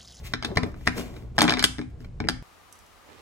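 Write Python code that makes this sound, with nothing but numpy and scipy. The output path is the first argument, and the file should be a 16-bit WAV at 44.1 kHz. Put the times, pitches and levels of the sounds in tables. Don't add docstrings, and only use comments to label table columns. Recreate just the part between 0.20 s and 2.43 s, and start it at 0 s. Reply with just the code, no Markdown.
import sys
import numpy as np
from scipy import signal
from scipy.fft import rfft, irfft, next_fast_len
from scipy.io import wavfile
from scipy.ndimage import uniform_filter1d

SR = 44100
rng = np.random.default_rng(int(sys.argv[2]) if len(sys.argv) > 2 else 0)


def level_to_linear(level):
    exponent = np.asarray(level, float) / 20
    return 10 ** exponent


def bounce(signal):
    frames = np.transpose(np.atleast_2d(signal))
    limited = np.clip(frames, -1, 1)
    pcm = np.round(limited * 32767).astype(np.int16)
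    wavfile.write(sys.argv[1], SR, pcm)


N = 98166

# (frequency [Hz], level [dB], t60 [s])
BLOCK_MODES = [(1370, -2, .011), (1590, 0, .012), (1790, 0, .012), (2040, 0, .011), (2270, 0, .012)]
# (frequency [Hz], level [dB], t60 [s])
UPPER_MODES = [(2700, -3, .007), (3160, 0, .007), (3550, 0, .007), (3900, 0, .007), (4400, -1, .006),
               (4800, -5, .006)]
# (frequency [Hz], level [dB], t60 [s])
WELL_MODES = [(740, -4.5, 0.041), (846, 9, 0.019), (997, 1, 0.033), (1187, 14, 0.0067)]


def evened(x):
    return x / np.sqrt(np.mean(x ** 2) + 1e-20)


def read(points, hz):
    f, value = np.transpose(points)
    return np.interp(np.log(hz + 1), np.log(f + 1), value)


def add(mix, s, sound):
    part = mix[round(s * SR):][:len(sound)]
    part += sound[:len(part)]


def colour(x, gain):
    size = next_fast_len(N + 4096)
    spectrum = rfft(x, size) * gain(np.fft.rfftfreq(size, 1 / SR))
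    return irfft(spectrum, size)[..., :N]


def background():
    # (frequency [Hz], level [dB per Hz, relative])
    floor_tone = [(12, -56.5), (20, -11.5), (67, -7), (130, -15.5), (150, -16), (310, -37.5), (357, -27),
                  (388, -44), (574, -36.5), (624, -42.5), (7950, -62.5), (16000, -83)]
    # (frequency [Hz], left-right correlation [0 to 1])
    likeness = [(60, 0.89), (240, 1), (950, 0.32), (3770, 0.54), (15000, 0.55)]
    # (frequency [Hz], level [dB rms])
    hum_lines = [(59, -50.5), (119.5, -47.5)]
    floor_db = -41.5

    def same(hz):
        return np.clip(read(likeness, hz), -1, 1)

    left, other = rng.standard_normal((2, N))
    right = colour(left, same) + colour(other, lambda hz: np.sqrt(1 - same(hz) ** 2))
    noise = evened(colour(np.array([left, right]), lambda hz: level_to_linear(read(floor_tone, hz))))
    t = np.arange(N) / SR
    hum = 0
    for hz, db in hum_lines:
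        hum = hum + np.sqrt(2) * level_to_linear(db) * np.sin(2 * np.pi * (hz * t + rng.random()))
    return level_to_linear(floor_db) * noise + hum


def slide():
    # Strokes, each a list of (time [s], hiss [dB rms], low drag [dB rms]), before the ports
    strokes = [
        [(0.0, -56, -60), (0.028, -66, -49.5), (0.046, -47, -59), (0.072, -43, -57), (0.11, -63, -56),
         (0.128, -53, -42), (0.13, -55, -52)],
        [(0.27, -53, -40), (0.322, -77, -33), (0.352, -63, -50), (0.36, -39.5, -43)],
        [(0.46, -59, -34), (0.532, -72.5, -55), (0.544, -78, -56), (0.568, -66, -51), (0.652, -59.5, -64),
         (0.665, -43.5, -39)],
        [(0.72, -55, -58), (0.742, -58.5, -48), (0.78, -36.5, -29.5), (0.84, -51.5, -43.5), (0.93, -62, -46),
         (0.972, -57.5, -47), (1.138, -84.5, -57.5), (1.17, -50, -41.5)],
        [(1.7, -63, -74.5), (1.734, -110.5, -55), (1.812, -62.5, -59.5), (1.84, -71, -56), (1.846, -63, -53.5),
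         (1.904, -97.5, -62), (1.964, -88, -61), (1.98, -85, -50.5)],
    ]
    # (frequency [Hz], level [dB per Hz, relative])
    hiss_tone = [(590, -21), (1000, -7), (1590, -6.5), (2250, 0), (4310, -6), (7190, -9.5), (9490, -16.5),
                 (14200, -14), (16000, -20)]
    # (frequency [Hz], level [dB per Hz, relative])
    drag_tone = [(110, -24), (170, -4), (250, 0), (400, -5), (700, -12), (1500, -28), (3000, -60)]
    grain, grit_db = 40, 1.5

    t = np.arange(N) / SR
    grains = rng.exponential(1, N // grain + 1).repeat(grain)[:N]
    grit = rng.standard_normal(N) * level_to_linear(grit_db * grains)
    out = 0
    for column, tone in enumerate([hiss_tone, drag_tone], start=1):
        level = 0
        for stroke in strokes:
            points = np.transpose(stroke)
            level = level + level_to_linear(np.interp(t, points[0], points[column], left=-120, right=-120))
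        sound = evened(colour(grit, lambda hz: level_to_linear(read(tone, hz))))
        out = out + uniform_filter1d(level, 200) * sound
    return out


def ring(modes, db, chance, size):
    scatter_db, detune, rise_s = 2, .02, .00025
    hz, level, t60 = np.transpose(modes)[:, :, None]
    t = np.arange(size) / SR
    louder, sharper = chance[:, :len(modes), None]
    envelope = level_to_linear(level + db + scatter_db * louder - 60 * t / t60)
    sines = np.sin(2 * np.pi * hz * (1 + detune * sharper) * t)
    out = (envelope * sines).sum(0) * (1 - np.exp(-t / rise_s))
    return out / abs(out).max()


def blocks():
    # (time [s], main-mode peak [dB], centre of the ring [Hz], then levels
    # re that peak: hollow knock [dB], tray thump before its lift [dB], upper modes [dB],
    # treble tick before its cut [dB])
    clicks = [(0.1367, -11.5, 1650, -19, -15, -1.5, -16), (0.2257, -21.5, 1850, -5, -16, 1, -10),
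              (0.2335, -28, 1800, 0, -12.5, 4, -14), (0.247, -19, 1630, -3.5, -8, 1, -2),
              (0.2495, -24, 1780, -17, -11, 9.5, -9), (0.315, -43, 1320, 11, -8, 1, -22),
              (0.3611, -34, 2300, -1, 9.5, 6, -14), (0.371, -16, 1920, 2, -2, 1, -3.5),
              (0.3728, -8.5, 2170, -2.5, -7.5, -5, -36), (0.4323, -20.5, 1700, -0.5, 1, -2.5, -14),
              (0.434, -24.5, 1830, 3, 5, -9, -7.5), (0.543, -37, 2210, -19, -5.5, -12, -15),
              (0.611, -44.5, 2000, -1, 1.5, -6, -8), (0.67, -17.5, 1790, -2, -5.5, 1, -21.5),
              (0.6743, -3.5, 1880, -12, -21.5, -7.5, -9.5), (0.81, -31.5, 1890, -6, -8, -5, -6),
              (0.965, -39, 2120, -10.5, -2.5, -1.5, -11), (1.1815, -10, 1580, -1.5, -16, -1, -20.5),
              (1.1875, -9, 1830, 1, -9.5, 1, -2.5), (1.196, -18, 1350, 2, -5, 2, -26.5),
              (1.2075, -16.5, 2300, -9.5, -13, 11.5, -3.5), (1.218, -4.5, 1600, -1.5, -9, -2.5, 0),
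              (1.2282, -24, 1560, -4.5, 0, 6.5, -1.5), (1.2407, -17, 1840, -1.5, 2, 4, -2),
              (1.252, -24, 1600, 11.5, -1.5, 1.5, -4.5), (1.2795, -11.5, 1690, -12, -11.5, 1.5, -20.5),
              (1.2867, -10, 2190, -8.5, -14, -17, -23), (1.295, -17, 2300, 3, -6, 12, -10.5),
              (1.3065, -12.5, 1930, -5.5, -11, 2.5, -8), (1.3227, -11, 2300, -5, -17, -3.5, -13),
              (1.338, -16, 2300, -3, -12, 2.5, -22), (1.3712, -17.5, 1480, -7.5, -8.5, -5.5, -19),
              (1.3737, -15.5, 1850, -18, -17.5, -12, -22.5), (1.386, -24, 1620, -11, -12.5, -1, -7.5),
              (1.394, -8, 2300, -17, -22, 4.5, -11.5), (1.4262, -14, 2080, -5, -22.5, 0, 0),
              (1.4406, -7, 2300, -20, -14.5, 9.5, 7), (1.584, -27.5, 1720, -1, 0.5, -4, -12.5),
              (1.5914, -29.5, 1740, -11.5, 6, -2, -15.5), (1.6146, -25.5, 2300, -8, -13.5, -5, -28),
              (1.805, -48.5, 2190, -3.5, 8.5, 5, -5), (1.846, -39, 1990, -5, -10, -3, -34),
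              (2.0024, -20, 1680, -0.5, -3, -5.5, -24), (2.041, -31.5, 1630, -1.5, 5, -16, -26),
              (2.05, -36, 1910, 2, 9, -10, -19), (2.0722, -31, 2080, -14, 1.5, -12, -16),
              (2.0871, -9, 1840, -10, -14.5, 2.5, -5.5)]
    # (frequency [Hz], level [dB], t60 [s])
    tray_modes = [(176.4, -13.5, 0.19), (250.2, -6, 0.21), (295, 2.5, 0.059), (410.6, -3, 0.062),
                  (522, -13, 0.048)]
    ring_fall_db = 8
    thump_rise_s, thump_lift_db = 0.002, 7.5
    tick_s, tick_band_hz, tick_cut_db = 0.0042, [4500, 9900], -9.5
    chatter_s, chatter_db = .003, -9

    near, far = np.zeros(N), np.zeros(N)
    hz = np.array(BLOCK_MODES)[:, :1]
    t = np.arange(8000) / SR
    band = signal.butter(2, tick_band_hz, "band", fs=SR)
    snap = signal.lfilter(*band, t[:800] == 0)
    fade = np.exp(-t[:800] / tick_s)
    thump_rise = 1 - np.exp(-t / thump_rise_s)
    for s, db, centre_hz, knock_db, thump_db, upper_db, tick_db in clicks:
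        chance = rng.standard_normal((4, 2, 6))
        clack = ring(BLOCK_MODES, -ring_fall_db * abs(np.log2(hz / centre_hz)), chance[0], size=1500)
        add(clack, 0, level_to_linear(upper_db) * ring(UPPER_MODES, 0, chance[3], size=1500))
        knock = ring(WELL_MODES, 0, chance[2], size=2000)
        thump = ring(tray_modes, 0, chance[1], size=8000) * thump_rise

        tick = signal.lfilter(*band, rng.standard_normal(800)) * fade
        tick *= level_to_linear(db + tick_db + tick_cut_db) / abs(tick).max()
        add(near, s, tick)
        add(far, s, snap * np.linalg.norm(tick) / np.linalg.norm(snap))

        for k, late in enumerate(np.sort(rng.random(2))):
            add(near, s + late * chatter_s, -level_to_linear(db + k * chatter_db) * clack)
        for mix in near, far:
            add(mix, s, level_to_linear(db) * clack)
            add(mix, s, level_to_linear(db + knock_db) * knock)
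            add(mix, s, level_to_linear(db + thump_db + thump_lift_db) * thump)
    return near, far


def echoes(dry):
    # (delay [s], level [dB])
    returns = [(.0094, -12.5), (0.018, -19.5)]
    out = np.zeros(N)
    for s, db in returns:
        add(out, s, level_to_linear(db) * dry)
    return out


def room(x):
    # (frequency [Hz], t60 [s])
    decay = [(150, .4), (500, 0.3), (1500, 0.42), (4000, 0.28), (9000, 0.38), (15000, 0.15)]
    room_db = -6
    scatter_t60_s, scatter_lift_db = 0.048, 5

    taps = np.zeros((2, SR // 2))
    slots = np.arange(100, SR // 2 - 20, 20)
    at = slots + rng.integers(0, 20, (2, len(slots)))
    np.put_along_axis(taps, at, rng.choice([-1., 1.], at.shape), 1)
    hz, t, z = signal.stft(taps, SR, nperseg=256)
    late = level_to_linear(-60 * t / read(decay, hz)[:, None])
    early = level_to_linear(scatter_lift_db - 60 * t / scatter_t60_s)
    tail = signal.istft(z * (late + early), SR, nperseg=256)[1]
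    tail = tail / np.linalg.norm(tail[0])
    return level_to_linear(room_db) * signal.fftconvolve(x[None], tail, axes=1)[:, :N]


def table():
    # (time [s], peak [dB])
    jolts = [(0.369, -17.5), (0.431, -20.5), (0.674, -21), (2.004, -22), (2.059, -24.5)]
    # (frequency [Hz], level [dB], t60 [s])
    table_modes = [(62.2, -30.5, .2), (90.7, -3, 0.12), (144, -12, 0.126)]
    out = np.zeros(N)
    for s, db in jolts:
        chance = rng.standard_normal((2, len(table_modes)))
        add(out, s, level_to_linear(db) * ring(table_modes, 0, chance, size=12000))
    return out


def rattle():
    # (time [s], level [dB])
    settling = [(1.185, -27), (1.23, -28), (1.27, -32), (1.3, -25), (1.345, -33.5), (1.365, -44.5)]
    contacts_per_s, spread_db, kinds = 450, 4, 6

    modes = WELL_MODES + BLOCK_MODES + UPPER_MODES
    hits = rng.random(N) < contacts_per_s / SR
    strength = level_to_linear(spread_db * rng.exponential(1, N)) * hits
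    kind = rng.integers(0, kinds, N)
    out = 0
    for k in range(kinds):
        contact = ring(modes, 0, rng.standard_normal((2, len(modes))), size=1500)
        out = out + signal.oaconvolve(strength * (kind == k), contact)[:N]
    level_db = np.interp(np.arange(N) / SR, *np.transpose(settling), left=-120, right=-120)
    return evened(out) * level_to_linear(level_db)


def ports(x):
    # (frequency [Hz], left minus right [dB])
    level_gap = [(60, 0), (150, 4), (300, 6), (600, 0), (1200, 1), (2400, 5), (4000, 4), (5300, -6),
                 (8000, 3), (14000, -2)]
    # (frequency [Hz], lead of the left [radians])
    phase_gap = [(20, .3), (150, .9), (1000, 1.1), (1800, .9), (2500, -1.9), (4900, -2.2), (5500, -4.6),
                 (6200, -2 * np.pi), (20000, -2 * np.pi)]

    def port(share):
        return colour(x, lambda hz: level_to_linear(share * read(level_gap, hz)) * np.exp(1j * share * read(phase_gap, hz)))

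    return np.array([port(.5), port(-.5)])


def scene():
    dry, far = blocks()
    rub = slide() + rattle()
    near = dry + rub + echoes(dry)
    return ports(near + table()) + room(far + rub) + background()


def roll_off(x):
    return signal.sosfilt(signal.butter(12, 16460, fs=SR, output="sos"), x)


def record(dry):
    edge_hz = 16250
    low_pass = signal.firwin(255, edge_hz, window=("kaiser", 9), fs=SR)
    mix = signal.oaconvolve(np.clip(dry, -1, 1), low_pass[None], "same")
    return roll_off(mix)


dry = scene()
out = record(dry)
bounce(out)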